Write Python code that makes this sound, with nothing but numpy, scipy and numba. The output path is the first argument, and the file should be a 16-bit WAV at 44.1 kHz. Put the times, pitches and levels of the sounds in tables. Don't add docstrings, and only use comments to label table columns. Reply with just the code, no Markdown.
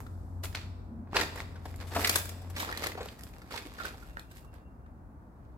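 import sys
import numpy as np
from scipy import signal
from scipy.fft import rfft, irfft, next_fast_len
from scipy.io import wavfile
from scipy.ndimage import uniform_filter1d
from numba import njit

SR = 44100
rng = np.random.default_rng(int(sys.argv[2]) if len(sys.argv) > 2 else 0)


def wrap_up_sound(samples):
    columns = np.atleast_2d(samples).T
    tamed = np.clip(columns, -1, 1)
    steps = np.round(tamed * 32767).astype(np.int16)
    wavfile.write(sys.argv[1], SR, steps)


N = 245637

# (time [s], lag of the left port [ms])
FOOT_LAG = [(0, -0.23), (.55, -0.019), (1.15, 0.094), (1.7, 0.084), (2.1, -0.17), (2.45, -0.058),
            (2.6, 0.25), (3.1, 0.054), (3.7, 0.2), (4.2, 0.25), (5.57, 0.2)]
# (frequency [Hz], gain [dB])
DEBRIS_COLOUR = [(250, -2.5), (700, -4), (1200, -3.5), (2000, -1.5), (3200, -5.5), (4500, -4), (6500, -7.5),
                 (8000, -4), (9700, -10.5), (12000, -3), (16000, -16.5)]


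def snaps():
    # (time [s], crack [dB], treble [dB], body [dB],
    # knock pitch [Hz], knock peak [dB], t60 [s], left minus right in crack and treble [dB])
    shard_breaks = [(0.065, -50.5, -55, -64, 1400, -38, 0.024, 6),
                    (0.434, -37.5, -41, -36, 2070, -61, 0.053, 10),
                    (0.527, -48, -56, -61, 1630, -48, 0.014, -12),
                    (0.5486, -24.5, -32.5, -34.5, 1580, -26, 0.016, -1),
                    (0.557, -55, -40, -58, 4500, -28, 0.0089, 18),
                    (1.0725, -72, -85, -46, 1210, -54, 0.02, -1),
                    (1.1312, -48, -54, -27, 414, -19.5, 0.0087, 1),
                    (1.1436, -31.5, -46, -24.5, 1323, -30, 0.051, -2),
                    (1.1576, -27.5, -35, -24, 1720, -49, 0.042, -12),
                    (1.1669, -13.5, -23, -48, 954, -11, 0.014, 5),
                    (1.186, -32, -44, -27, 1423, -30, 0.051, 19),
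                    (1.2105, -20, -28, -54, 1800, -22.5, 0.03, -4.5),
                    (1.3567, -51, -36, -32.5, 1070, -48, 0.024, 4),
                    (1.3727, -54, -53, -40, 1880, -35, 0.054, -4),
                    (1.403, -29.5, -59, -29.5, 1960, -22, 0.008, 2.5),
                    (1.556, -48.5, -77, -55, 1550, -42.5, 0.044, 4),
                    (1.6535, -42, -44, -35, 718, -28.5, 0.034, 2),
                    (1.7417, -56, -65, -43, 2150, -40.5, 0.0088, 3),
                    (1.76, -55, -38.5, -68, 2093, -62, 0.014, -4),
                    (1.808, -44.5, -47, -41, 1290, -58.5, 0.053, 3),
                    (1.869, -47.5, -46, -60, 1270, -59, 0.068, 9),
                    (1.9098, -44, -62, -40, 756, -40, 0.12, 12),
                    (1.9478, -31, -31.5, -40, 1388, -28, 0.088, 0),
                    (1.9618, -36, -41, -22.5, 677, -15, 0.041, 8),
                    (2.0444, -14.5, -23, -37, 2200, -29, 0.034, 1),
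                    (2.0723, -20, -16, -51, 2320, -35, 0.026, -2),
                    (2.0935, -14.5, -11.5, -23, 2230, -41, 0.025, 1.5),
                    (2.1561, -17.5, -10, -20.5, 1670, -18.5, 0.031, 4.5),
                    (2.2549, -43, -31.5, -39, 1670, -49, 0.018, 1.5),
                    (2.2903, -36, -30.5, -53, 2010, -49, 0.032, 4),
                    (2.4151, -56, -49, -61.5, 767, -41.5, 0.048, 8),
                    (2.4982, -47, -40, -47.5, 770, -39.5, 0.043, 2),
                    (2.5615, -30.5, -37, -39, 1157, -35, 0.066, -1),
                    (2.595, -29, -29, -35, 3740, -31, 0.073, 1.5),
                    (2.6287, -35.5, -58, -46, 950, -23.5, 0.021, -10),
                    (2.689, -42, -55, -35, 1240, -25, 0.026, 10),
                    (2.7252, -31, -37, -58, 1920, -21.5, 0.018, -1.5),
                    (2.7733, -28, -26.5, -52, 2060, -32, 0.017, -1),
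                    (2.8377, -27, -28.5, -35, 2064, -25, 0.026, 5),
                    (2.8681, -27, -23, -28.5, 1810, -26, 0.017, 2.5),
                    (2.9175, -38, -56, -66, 2050, -31.5, 0.02, 1.5),
                    (2.9516, -57, -74, -32.5, 455, -24, 0.016, -9),
                    (2.9728, -42.5, -58, -33.5, 759, -29.5, 0.078, 6),
                    (3.005, -41, -57, -29.5, 484, -24.5, 0.057, 3),
                    (3.058, -53, -71, -36.5, 477, -27, 0.018, 17),
                    (3.086, -33, -51, -45, 2040, -45, 0.013, 0),
                    (3.1924, -42, -41, -68, 1840, -44, 0.011, -1),
                    (3.2092, -47, -41, -67, 1890, -42, 0.0093, -8),
                    (3.2349, -39.5, -32, -53, 1230, -56, 0.012, -2),
                    (3.416, -48, -50, -53, 1340, -42, 0.033, 1),
                    (3.337, -47, -70, -56, 2630, -43, 0.0095, 7),
                    (3.5086, -42, -51, -45, 1250, -35.5, 0.029, -1),
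                    (3.5398, -34, -56, -58, 966, -27.5, 0.032, -7),
                    (3.559, -37, -41, -38, 1870, -47, 0.03, 13),
                    (3.5753, -31, -45, -50, 2185, -32.5, 0.024, -14),
                    (3.7375, -47, -46, -60, 1180, -46, 0.014, 5),
                    (3.7857, -60, -65, -59, 1530, -37, 0.042, 16),
                    (3.7988, -52, -56, -44, 1414, -26, 0.055, -9),
                    (3.8498, -47, -36, -59, 1463, -22, 0.03, -4),
                    (3.9079, -59, -64, -36, 1410, -51, 0.013, 11),
                    (3.9427, -45, -61, -64, 790, -37, 0.02, 0),
                    (4.0246, -61, -61, -65, 1430, -40, 0.037, -10),
                    (4.1698, -59, -56, -31.5, 1470, -23, 0.0095, -5),
                    (4.1951, -37, -35, -43, 3920, -31, 0.0077, -4),
                    (4.312, -50, -48, -50, 1530, -46, 0.035, -6),
                    (4.445, -63, -58, -56.5, 1100, -47, 0.035, -11),
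                    (4.5398, -66, -52.5, -50.5, 1500, -49.5, 0.0099, -18),
                    (4.86, -70, -77, -51, 1106, -55.5, 0.038, 5.5)]
    lag_scatter_ms = 0.04
    s, crack_db, treble_db, body_db, hz, knock_db, t60, pan_db = np.transpose(shard_breaks)
    lag_ms = curve(FOOT_LAG)[(s * SR).astype(int)] + lag_scatter_ms * rng.standard_normal(len(s))
    return play(s, np.array([body_db, crack_db, treble_db, knock_db]), t60, pan_db, hz, lag_ms)


def crunch(count=12000):
    pick = rng.random((count, 3)).T
    spread = rng.standard_normal((count, 4)).T
    s = 0.002 + pick[0] * (N / SR - 0.01)
    at = (s * SR).astype(int)
    crack, treble, body = load(s)
    size_db = -3 * np.log(1 - pick[1]) + 3 * wander(60)[at]
    levels = size_db + 20 * np.log10([body, crack, treble, body])
    levels += np.array([[-12], [-8], [-8], [-11]])
    levels += 2.5 * np.array([spread[0], 0 * s, spread[1], spread[0]])
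    t60 = 0.0032 * np.exp(0.17 * spread[2])
    ring_hz = 300 * 7 ** pick[2]
    lag_ms = curve(FOOT_LAG)[at] + 0.13 * spread[1]
    return play(s, levels, t60, 2.7 * spread[3], ring_hz, lag_ms)


def load(s):
    # (time [s], rise [s], hold [s], fall [s], crack [dB], treble [dB], body [dB])
    sole_presses = [(0.001, .03, 0.0043, 0.038, -58, -47.5, -44),
                    (0.438, 0.0074, 0.012, 0.025, -41, -36, -45),
                    (0.55, 0.009, .05, 0.066, -44, -63.5, -53),
                    (1.166, 0.029, 0.011, 0.045, -32, -45.5, -34),
                    (1.2, 0.047, 0.037, 0.032, -35, -40, -34.5), (1.378, 0.046, 0.037, 0.03, -47, -51, -48),
                    (1.652, 0.022, 0.024, 0.14, -59.5, -56, -64),
                    (1.806, 0.016, 0.013, .03, -50, -63.5, -47),
                    (1.875, 0.016, 0.02, 0.049, -61, -51.5, -74),
                    (1.961, 0.059, 0.056, 0.21, -46, -41.5, -36.5),
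                    (2.062, .12, 0.097, 0.073, -38.5, -37.5, -49),
                    (2.175, .03, 0.01, 0.034, -45, -32.5, -55),
                    (2.579, 0.027, 0.042, 0.093, -37.5, -38, -41),
                    (2.682, 0.1, 0.027, 0.072, -51, -72, -41.5), (2.831, 0.13, 0.038, 0.057, -39, -42, -39),
                    (2.995, 0.19, 0.13, 0.048, -56.5, -58, -59.5), (3.216, 0.069, .05, 0.13, -68, -59, -91),
                    (3.519, 0.036, 0.042, 0.21, -44.5, -47.5, -47),
                    (3.832, 0.083, 0.054, 0.037, -43.5, -49, -44),
                    (4.01, 0.21, 0.05, 0.16, -65.5, -61, -79), (4.177, 0.02, 0.027, 0.1, -66, -62, -69),
                    (4.307, 0.016, 0.014, 0.043, -64, -60, -74.5),
                    (4.354, .02, 0.021, 0.085, -59, -54, -72), (4.525, .015, 0.054, 0.057, -68, -72, -57),
                    (5.419, 0.19, 0.071, 0.22, -80, -84.5, -75.5)]
    shuffle_start_s, shuffle_end_s, shuffle_edge_s = 1.2, 4.09, 0.073
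    shuffle_db = np.array([-66.5, -66.5, -57])
    outside = np.maximum(np.maximum(shuffle_start_s - s, s - shuffle_end_s), 0)
    gains = undb(shuffle_db[:, None] - 20 * outside / shuffle_edge_s)
    for peak, rise, hold, fall, *db in sole_presses:
        before = (peak - s) / max(rise, 0.004)
        after = (s - peak - hold) / max(fall, 0.004)
        away = np.maximum(np.maximum(before, after), 0)
        gains = gains + undb(np.array(db)[:, None] - 20 * away)
    return gains


def play(s, db, t60, pan_db, hz, lag_ms):
    # (low edge [Hz], high edge [Hz])
    break_bands = [(250, 1200), (1200, 5000), (5000, 16500)]
    spread = 0.055
    tick_db = 0.5
    start = (s * SR).astype(np.int64) - 20
    lag = np.clip(np.round(lag_ms * SR / 1000), -18, 18).astype(np.int64)
    shadow = np.array([0 * s + 0.26, 0 * s + 1, 0 * s + 1, np.clip(hz / 1500, 0, 1)])
    pan = undb(shadow * pan_db / 2)
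    noise = rng.standard_normal((4, N))
    rows = bursts(start, lag, np.clip(t60, 0.002, 0.3), undb(db), pan, noise, hz, spread, undb(tick_db))
    return sum(band(rows[k], break_bands[k]) for k in range(3)) + rows[3]


@njit
def bursts(start, lag, t60, size, pan, noise, hz, spread, tick):
    out = np.zeros((4, 2, noise.shape[1]))
    for e in range(len(start)):
        span = t60[e] * 44100
        step = 2 * np.pi * hz[e] / 44100
        phase = 0.
        for i in range(min(int(span), noise.shape[1] - start[e] - 40)):
            at = start[e] + i
            phase += step + .3 * np.sqrt(step) * noise[3, at]
            env = (1 - np.exp(-(i + 1) / (spread * span))) * 10 ** (-3 * (i / span) ** 1.3)
            for k in range(4):
                left = noise[k, at] * (1 + tick * np.exp(-i / 25)) if k < 3 else np.sin(phase)
                right = noise[3, at] if k == 2 else left
                out[k, 0, at + 20 + lag[e]] += left * env * size[k, e] * pan[k, e]
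                out[k, 1, at + 20] += right * env * size[k, e] / pan[k, e]
    return out


def thuds():
    # (time [s], pitch [Hz], peak gain of the noise [dB], half length [s])
    floor_thuds = [(0.965, 212, -43.5, 0.071), (1.987, 249, -44, 0.032), (2.59, 272, -50, 0.024),
                   (3.662, 290, -40.5, 0.008)]
    t = np.arange(N) / SR
    out = 0
    for s, hz, db, half in floor_thuds:
        swell = undb(db) * np.exp(-((t - s) / half) ** 2)
        out = out + swell * band(rng.standard_normal(N), (hz * 0.93, hz * 1.18))
    return out


def echo(x, t60s, gap_s):
    t60_hz = [400, 2000, 5000, 12000]
    t = np.arange(int(1.5 * SR)) / SR
    rise = np.clip(t / gap_s, 0, 1)
    washes = []
    for _ in range(2):
        noise = rng.standard_normal(len(t))
        tail = 0
        for hz in 220 * 2. ** np.arange(0, 6.1, 0.5):
            t60 = np.interp(np.log(hz), np.log(t60_hz), t60s)
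            strip = band(noise, (hz / 1.19, hz * 1.19)) * np.sqrt(hz)
            tail = tail + rise * strip * 10 ** (-3 * t / t60)
        tail = tail / np.sqrt(np.sum(tail ** 2))
        washes.append(signal.fftconvolve(x, tail)[:N])
    return diffuse(*washes)


def earlier_step():
    start_db, t60_s = -63.5, 3.4
    wash = colour(band(rng.standard_normal((2, N)), (3800, 13500)), DEBRIS_COLOUR)
    return diffuse(*wash) * undb(start_db - 60 * np.arange(N) / SR / t60_s)


def hum():
    # (time [s], level [dB])
    hum_course = [(0, -45), (0.4, -39), (1.05, -46.5), (1.65, -43.5), (2.05, -38), (2.5, -41.5), (3.1, -55),
                  (3.4, -103)]
    pitch_hz, drift_hz = 88.55, 0.84
    tone = np.sqrt(2) * undb(curve(hum_course) + 1.5 * wander(6.5))
    phase = 2 * np.pi * np.cumsum(pitch_hz + drift_hz * wander(4)) / SR
    left = undb(-0.84) * np.sin(phase + 0.14)
    right = undb(-2.5) * np.sin(phase - 0.1)
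    return tone * np.array([left, right])


def chirps():
    # (time [s], level [dB])
    chirp_course = [(3.25, -90), (3.34, -70), (4.1, -68), (4.5, -69), (4.69, -72), (4.75, -79), (5.0, -90)]
    pitch_hz = 2750
    first_s, every_s, half_s = 3.375, 0.185, 0.02
    lead_s, lead_db = 0.048, -6
    between_db = -17
    t = np.arange(N) / SR
    near = (t - first_s + every_s / 2) % every_s - every_s / 2

    def pulse(s):
        return np.exp(-((near - s) / half_s) ** 2)

    env = np.maximum(pulse(0), undb(lead_db) * (pulse(-lead_s) + pulse(lead_s)))
    env = np.maximum(env, undb(between_db))
    env = env * undb(curve(chirp_course, -200) + 1.5 * wander(40))
    return np.sqrt(2) * env * np.sin(2 * np.pi * pitch_hz * t + np.array([[0], [1.6]]))


def air():
    # (frequency [Hz], relative level [dB])
    air_colour = [(25, -30.5), (45, 1.5), (65, 2.5), (100, -5), (160, -11), (270, -11.5), (420, -22.5),
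                  (800, -21), (1500, -29), (2100, -41), (3000, -53), (6000, -54), (16000, -54)]
    level_db = -50.5
    swell = doorway(6, 1.5)
    hz = np.fft.rfftfreq(N, 1 / SR)
    pair = diffuse(*colour(rng.standard_normal((2, N)), air_colour))
    spectra = rfft(pair * undb(level_db) / np.std(pair.mean(0)))
    out = 0
    for k in range(20):
        share = np.clip(1 - np.abs(2 * np.log2((hz + 1) / 25) - k), 0, 1)
        reach = np.clip(1.3 - (k / 12) ** 2, 0, 1)
        out = out + irfft(spectra * share, N) * undb(reach * (swell + 0.27 * wander(0.68)))
    return out


def doorway(before, after):
    step_s, span_s = 2.73, 1
    inside = 0.5 + 0.5 * np.tanh((np.arange(N) / SR - step_s) / span_s)
    return before + (after - before) * inside


def diffuse(a, b):
    ports_m = 0.17
    size = next_fast_len(N)
    hz = np.fft.rfftfreq(size, 1 / SR)
    alike = np.clip(0.98 * np.sinc(2 * hz * ports_m / 343), -1, 1)
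    mid = rfft(a, size) * np.sqrt((1 + alike) / 2)
    side = rfft(b, size) * np.sqrt((1 - alike) / 2)
    return np.array([irfft(mid + side, size)[:N], irfft(mid - side, size)[:N]])


def colour(x, table):
    at, db = np.transpose(table)
    hz = np.fft.rfftfreq(N, 1 / SR)
    return irfft(rfft(x) * undb(np.interp(np.log(hz + 1), np.log(at), db)), N)


def band(x, edges):
    sos = signal.butter(2, edges, "band", fs=SR, output="sos")
    return signal.sosfilt(sos, x) * np.sqrt(SR / 2 / (edges[1] - edges[0]))


def wander(rate):
    k = int(SR / rate)
    held = np.repeat(rng.standard_normal(N // k + 1), k)
    return 0.78 * uniform_filter1d(uniform_filter1d(held, k), k)[:N]


def curve(table, outside=None):
    s, value = np.transpose(table)
    return np.interp(np.arange(N) / SR, s, value, outside, outside)


def undb(db):
    return 10 ** (np.asarray(db) / 20)


def scene():
    hall_t60_s, room_t60_s = [1, 0.74, 0.71, 0.51], [0.31, 0.26, 0.27, 0.29]
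    feet = colour(snaps() + crunch(), DEBRIS_COLOUR)
    hall = echo(feet[0] * undb(doorway(-10, -24.5)), hall_t60_s, gap_s=0.008)
    room = echo(feet[1] * undb(doorway(-6.5, -5.5)), room_t60_s, gap_s=0.0048)
    return feet + hall + room + thuds() + earlier_step() + hum() + chirps() + air()


def record(dry):
    port_cut_hz, top_hz = [11.5, 50], 15900
    ports = []
    for hz, x in zip(port_cut_hz, dry):
        ports.append(signal.sosfilt(signal.butter(1, hz, "high", fs=SR, output="sos"), x))
    return signal.sosfilt(signal.ellip(10, 0.2, 70, top_hz, fs=SR, output="sos"), ports)


dry = scene()
out = record(dry)
wrap_up_sound(out)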